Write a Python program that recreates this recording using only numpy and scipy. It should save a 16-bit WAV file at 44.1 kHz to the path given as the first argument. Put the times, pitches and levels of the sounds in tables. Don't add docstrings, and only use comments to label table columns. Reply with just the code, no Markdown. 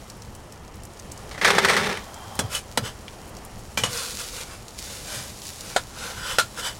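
import sys
import numpy as np
from scipy.fft import rfft, irfft, next_fast_len
from scipy.io import wavfile
from scipy.ndimage import map_coordinates

SR = 44100
rng = np.random.default_rng(int(sys.argv[2]) if len(sys.argv) > 2 else 0)


def put_to_file(sound):
    columns = np.atleast_2d(sound).T
    safe = np.clip(columns, -1, 1)
    whole_steps = np.round(safe * 32767)
    wavfile.write(sys.argv[1], SR, whole_steps.astype(np.int16))


N = 299691

# (time [s], level [dB])
FRY_LEVEL = [(0, -50.5), (0.7, -55.5), (1.2, -49), (2.2, -49), (3.0, -50.5), (6.8, -46)]
# (frequency [Hz], density [dB])
HISS_SPECTRUM = [(700, -36), (1300, -12), (2000, -7), (2900, -3), (4000, -1), (5400, 0.5), (8000, -1.5),
                 (10000, -4), (13000, -10), (16000, -14.5)]
# (start [s], level [dB], length [s])
BATTER_FLARES = [(3.89, -34.5, 0.5), (4.774, -38, 0.71), (5.414, -40, 0.34), (5.954, -47, 0.21)]


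def sizzle():
    flares = [amp(db) * held(start_s, length_s, attack_s=0.0089, release_s=0.075, sag_db_per_s=9.5)
              for start_s, db, length_s in BATTER_FLARES]
    heat = np.linalg.norm([curve(FRY_LEVEL)] + flares, axis=0)
    hiss = rasp(HISS_SPECTRUM, rate_hz=9000, spread_db=2, depth_db=1.8, spacing_hz=160)
    crackle = rasp(HISS_SPECTRUM, rate_hz=170, spread_db=6, depth_db=3, spacing_hz=700)
    flutter = amp(0.8 * wobble(rate_hz=35))
    return amp(-2) * heat * flutter * (hiss + amp(-5) * crackle)


# (time [s], level [dB], pitch [Hz])
FAT_SPITS = [(0.0997, -30, 5600), (0.2204, -34, 6100), (0.3506, -36, 7200), (0.523, -36, 6400),
             (0.835, -35.5, 6900), (0.852, -33.5, 7700), (0.9971, -33, 5800), (1.1188, -28.5, 7200),
             (1.176, -36, 6500), (2.142, -33.5, 6760), (2.3535, -31, 8000), (3.081, -28, 2700),
             (3.368, -33.5, 5800), (3.450, -33, 9700), (3.974, -21, 4960), (4.682, -32.5, 5700),
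             (5.4182, -31, 4400), (5.468, -27, 6340), (5.6082, -25.5, 5660)]


def spits():
    out, t = np.zeros(N), np.arange(2048) / SR
    faint = [(when * N / SR, -51 + 10 * size ** 2, 3500 * 2 ** (1.6 * pitch))
             for when, size, pitch in rng.random(size=(130, 3))]
    for time_s, db, hz in list(FAT_SPITS) + faint:
        band = noise(lambda f: resonance(hz, 0.8 * hz)(f) ** 2, size=len(t))
        spray = band * (fade(t, t60_s=0.011) + amp(-5.5) * fade(t, t60_s=0.054))
        snap = np.sin(2 * np.pi * hz * t) * np.exp(-hz * t / 2)
        add(out, time_s, amp(db - 1.5) * (snap + amp(-2.5) * spray))
    return out


# (frequency [Hz], density [dB])
CLACK_SPECTRUM = [(250, -64), (450, -9.5), (1400, -1), (2500, -4), (3300, -2.5), (5000, -2), (8500, -3),
                  (11000, -9), (15500, -22)]
# (frequency [Hz], level [dB], t60 [s])
STEEL_MODES = [(505, -2, .08), (610, -6, .07), (890, -6, .07), (1080, -8, .06), (1335, -3, .1),
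               (1500, -4, .08), (1720, -8, .06), (1980, -11, .07), (2210, -11, .07), (3000, -5, .06),
               (3360, -4, .08), (4102, -7, .1), (4840, -6, .07), (5510, -9, .06), (6430, -10, .06),
               (7990, -10, .08), (8780, -10, .07), (10000, -14, .06)]


def clack(t, t60_s, treble_db):
    tilt = treble(treble_db)
    fine = ripple(depth_db=4.5, spacing_hz=80)
    dense = noise(lambda f: shape(CLACK_SPECTRUM)(f) * tilt(f) * fine(f), size=len(t))
    modes = np.zeros(len(t))
    for hz, db, mode_t60_s in STEEL_MODES:
        gain = amp(db + rng.normal(0, 2)) * tilt(hz)
        modes += gain * np.sin(2 * np.pi * (hz * t + rng.random())) * fade(t, mode_t60_s)
    return dense * (fade(t, t60_s) + amp(-5) * fade(t, t60_s=0.033)) + amp(-6) * modes


def plate_knock(t, hz):
    boom = noise(lambda f: resonance(hz, hz)(f) ** 2, size=len(t)) * fade(t, t60_s=0.038)
    tone = np.sin(2 * np.pi * hz * t) * fade(t, t60_s=0.015)
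    return 1.11 * tone + amp(-6.5) * boom


def blade_ring(t, hz):
    pair = np.sin(2 * np.pi * hz * t) + np.sin(2 * np.pi * (hz + 55) * t)
    overtone = 0.57 * shape(CLACK_SPECTRUM)(2 * hz) * np.sin(2 * np.pi * 3 * hz * t)
    return (pair + overtone) * fade(t, t60_s=0.11)


def stand_thud(t):
    frame = resonances([(204, 53, 2), (138, 35, 1.3), (439, 43, 1.5)])
    shudder = noise(frame, size=len(t)) * fade(t, t60_s=0.21)
    rock_hz = 88 + 90 * np.exp(-t / 0.039)
    late_pulse = np.exp(-((t - 0.058) / 0.014) ** 2)
    rock = np.sin(2 * np.pi * np.cumsum(rock_hz) / SR) * late_pulse
    return rock + amp(1.5) * shudder


# (time [s], clack [dB], clack t60 [s], knock [Hz], knock [dB],
#                    clack treble [dB], ring [Hz], ring [dB], thud [dB])
SPATULA_BLOWS = [(2.391, -20.5, 0.082, 924, -19, 1, 3320, -29, -24),
                 (2.549, -32, 0.05, 900, -52, 17, 2970, -23.5, -60),
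                 (2.774, -18.5, .07, 940, -13.5, -1, 4790, -31, -24.5),
                 (3.774, -23, 0.24, 600, -36, -4.5, 2340, -22.5, -30.5),
                 (3.836, -21.5, 0.21, 756, -28, -10.5, 2920, -22, -30.5),
                 (5.7626, -17, 0.1, 695, -9, -17, 1397, -23, -70),
                 (6.385, -16.5, 0.14, 730, -9.5, -7, 1352, -17.5, -42),
                 (6.395, -23.5, 0.11, 723, -35, -3, 1369, -16.5, -60)]


def blows():
    out, t = np.zeros(N), np.arange(SR // 3) / SR
    for time_s, db, t60_s, knock_hz, knock_db, treble_db, ring_hz, ring_db, thud_db in SPATULA_BLOWS:
        add(out, time_s, amp(db) * clack(t, t60_s, treble_db))
        add(out, time_s, amp(knock_db) * plate_knock(t, knock_hz))
        add(out, time_s, amp(ring_db) * blade_ring(t, ring_hz))
        add(out, time_s, amp(thud_db) * stand_thud(t))
    return out


# (frequency [Hz], density [dB])
SCRAPE_SPECTRUM = [(210, -46), (350, -22), (490, 3.5), (696, -7), (1430, -3), (1790, -6), (2580, -4),
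                   (3030, -7), (3620, -5), (9900, -9.5), (16000, -27)]
# (frequency [Hz], width [Hz], level [dB])
BLADE_MODES = [(500, 69, -10), (1016, 45, -1), (1410, 320, -1), (3004, 99, -1), (3390, 20, 0.5),
               (4900, 33, 0.5), (5440, 69, -4), (7860, 68, -3)]
# (peak time [s], level [dB], rise [s], fall [s], edge treble [dB],
#               song over edge [dB], favoured note [Hz])
SPATULA_STROKES = [(2.558, -31, 0.041, 0.035, 4.5, -8, 2400), (2.864, -35.5, 0.029, 0.038, -1, 1, 3220),
                   (3.98, -33.5, 0.076, 0.12, 1.5, -11.5, 1450), (4.21, -38.5, 0.035, 0.06, 2, -8, 1410),
                   (4.40, -39, 0.088, 0.053, 2, -10, 1480), (4.53, -44, 0.054, 0.052, -4, -12, 1450),
                   (4.93, -45, 0.14, 0.13, -3, -14, 1400), (5.13, -36.5, 0.07, 0.14, 3.5, -7.5, 4900),
                   (5.72, -44, 0.11, 0.091, -3, -10, 1410), (6.06, -37.5, 0.1, 0.14, -3, -5, 1370),
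                   (6.24, -38, 0.076, 0.064, 1, 8, 1500), (6.31, -32, 0.053, 0.068, 0, 1, 3250),
                   (6.601, -33, 0.03, 0.016, 3, 0, 1390), (6.662, -30, 0.035, 0.049, 2, 1, 3000)]


def scrapes():
    out = np.zeros(N)
    for peak_s, db, rise_s, fall_s, treble_db, song_db, note_hz in SPATULA_STROKES:
        edge = rasp(SCRAPE_SPECTRUM, rate_hz=7000, spread_db=3, depth_db=3.4, spacing_hz=100)
        edge = unit(filtered(edge, treble(treble_db)))
        note = resonance(note_hz, 0.13 * note_hz)
        friction = grains(rate_hz=7000, spread_db=0.5)
        song = unit(filtered(friction, lambda f: resonances(BLADE_MODES)(f) * (0.78 + abs(note(f)))))
        blend = (edge + amp(song_db) * song) / np.hypot(1, amp(song_db))
        out += amp(db) * swell(peak_s, rise_s, fall_s) * blend
    chatter = amp(1.1 * wobble(rate_hz=45))
    return amp(3) * out * chatter


# (frequency [Hz], density [dB])
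DRAG_SPECTRUM = [(290, -15), (500, -1.5), (649, -6.5), (773, -5), (919, -4.5), (1320, -3.5), (1600, -4.5),
                 (2130, -2.5), (2770, -11.5), (3200, -9), (6140, -15.5), (7210, -21.5), (8330, -18.5),
                 (16000, -39.5)]
# (frequency [Hz], width [Hz], level [dB])
BODY_MODES = [(192, 56, -2.5), (400.4, 23.5, 3.5), (800, 58, -11)]
# (time [s], level [dB], t60 [s], hollow note [Hz])
DRAG_JOLTS = [(1.311, -35.5, 0.11, 4530), (1.345, -37, 0.14, 1880), (1.377, -31.5, 0.1, 1890),
              (1.413, -20, 0.11, 2000), (1.446, -9.5, 0.13, 1690), (1.475, -15, 0.16, 1300),
              (1.503, -8.5, 0.046, 2100), (1.550, -19, 0.035, 600), (1.582, -7, 0.054, 1310),
              (1.647, -8.5, 0.059, 1500), (1.684, -14.5, 0.11, 2200), (1.695, -14, 0.14, 1420),
              (1.729, -19.5, 0.13, 1800), (1.765, -16, 0.16, 1310), (1.971, -24.5, 0.049, 2000)]


def drag():
    jolts, t = np.zeros(N), np.arange(SR // 4) / SR
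    colour = shape(DRAG_SPECTRUM)
    onset = 1 - np.exp(-t / 0.00097)
    for time_s, db, t60_s, hz in DRAG_JOLTS:
        note = resonance(hz, 0.24 * hz)
        knock = noise(lambda f: colour(f) * treble(db=3)(f) * (0.98 + abs(note(f))), size=len(t))
        add(jolts, time_s, amp(db + 1) * knock * fade(t, t60_s) * onset)
    pull = dict(start_s=1.414, length_s=0.45, release_s=0.1, sag_db_per_s=3)
    slips = rasp(DRAG_SPECTRUM, rate_hz=3500, spread_db=3, depth_db=2.2, spacing_hz=70)
    slips = filtered(slips, treble(db=-2)) * held(attack_s=0.015, **pull)
    body = unit(filtered(grains(rate_hz=1600, spread_db=1.5), resonances(BODY_MODES)))
    body *= held(attack_s=0.028, **pull)
    flutter = amp(0.48 * wobble(rate_hz=70))
    return amp(-24) * flutter * slips + amp(-27.5) * body + jolts


# (frequency [Hz], width [Hz], level [dB])
RUB_RESONANCES = [(800, 190, 4), (1040, 120, -4), (3160, 67, -2), (4860, 160, -16)]


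def rub():
    growth = held(start_s=1.955, length_s=0.49, attack_s=0.02, release_s=0.059, sag_db_per_s=-12)
    return amp(-46) * growth * noise(resonances(RUB_RESONANCES))


# (frequency [Hz], density [dB])
RUMBLE_SPECTRUM = [(12, -30), (20, -1.5), (37, -2.5), (65, 0), (119, -2.5), (177, -9), (206, -4.5),
                   (268, -17), (296, -15.5), (362, -18), (400, -17.5), (520, -34), (880, -120)]
# (frequency [Hz], density [dB])
RUSH_SPECTRUM = [(150, -16), (250, -4.5), (450, -2.5), (794, -4), (1290, -8.5), (1600, -13.5), (1770, -12),
                 (2500, -17), (3250, -16), (5500, -120)]
# (time [s], level [dB])
RUSH_LEVEL = [(0, -48), (0.96, -47.5), (1.4, -42), (2.3, -48), (3.0, -46.5), (3.35, -44.5), (3.7, -48.5),
              (6.8, -47)]


def background():
    rumble = noise(shape(RUMBLE_SPECTRUM)) * amp(1.8 * wobble(rate_hz=18))
    rush = curve(RUSH_LEVEL) * noise(shape(RUSH_SPECTRUM))
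    return amp(-43.5) * rumble + amp(0.5) * rush


def amp(db):
    return 10 ** (np.asarray(db) / 20)


def unit(x):
    return x / np.sqrt(np.mean(x ** 2) + 1e-20)


def add(track, time_s, sound):
    target = track[max(round(time_s * SR), 0):][:len(sound)]
    target += sound[:len(target)]


def filtered(x, response):
    size = next_fast_len(len(x) + 8192)
    return irfft(rfft(x, size) * response(np.fft.rfftfreq(size, 1 / SR)), size)[:len(x)]


def shape(points):
    hz, db = np.transpose(points)
    log_hz = np.log(np.r_[hz[0] / 2, hz, hz[-1] * 2])
    return lambda f: amp(np.interp(np.log(f + 1), log_hz, np.r_[-120, db, -120]))


def resonance(hz, width_hz):
    return lambda f: 1j * f * width_hz / (hz * hz - f * f + 1j * f * width_hz)


def resonances(modes):
    return lambda f: sum(amp(db) * resonance(hz, width_hz)(f) for hz, width_hz, db in modes)


def ripple(depth_db, spacing_hz):
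    knots = rng.standard_normal(1024)
    return lambda f: amp(depth_db * np.clip(map_coordinates(knots, [f / spacing_hz], mode="wrap"), -2, 2))


def treble(db):
    return lambda f: amp(db * f ** 2 / (f ** 2 + 4000 ** 2))


def noise(response, size=N):
    return unit(filtered(rng.standard_normal(size), response))


def grains(rate_hz, spread_db):
    sizes = amp(spread_db * np.minimum(rng.standard_normal(N), 2.5))
    return unit((rng.random(N) < rate_hz / SR) * sizes * rng.choice([-1, 1], N))


def rasp(spectrum, rate_hz, spread_db, depth_db, spacing_hz):
    fine = ripple(depth_db, spacing_hz)
    return unit(filtered(grains(rate_hz, spread_db), lambda f: shape(spectrum)(f) * fine(f)))


def wobble(rate_hz):
    return map_coordinates(rng.standard_normal(4096), [np.arange(N) * rate_hz / SR], mode="wrap")


def curve(points):
    return amp(np.interp(np.arange(N) / SR, *np.transpose(points)))


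def fade(t, t60_s):
    return amp(-60 * t / t60_s) * (1 - np.exp(-t / 0.0002))


def held(start_s, length_s, attack_s, release_s, sag_db_per_s):
    t = np.maximum(np.arange(N) / SR - start_s, 0)
    rise = 1 - np.exp(-t / attack_s)
    hold = amp(-sag_db_per_s * np.minimum(t, length_s))
    release = np.exp(-(np.maximum(t - length_s, 0) / release_s) ** 2)
    return rise * hold * release


def swell(peak_s, rise_s, fall_s, roundness=1.88):
    t = np.arange(N) / SR - peak_s
    return np.exp(-abs(t / np.where(t < 0, rise_s, fall_s)) ** roundness)


def scene():
    return (background() + sizzle() + spits() + drag() + rub() + scrapes() + blows())[None]


def record(dry, ceiling=0.9, top_hz=16000):
    soft = dry / (1 + abs(dry / ceiling) ** 6) ** (1 / 6)
    return np.array([filtered(channel, lambda f: f < top_hz) for channel in soft])


dry = scene()
out = record(dry)
put_to_file(out)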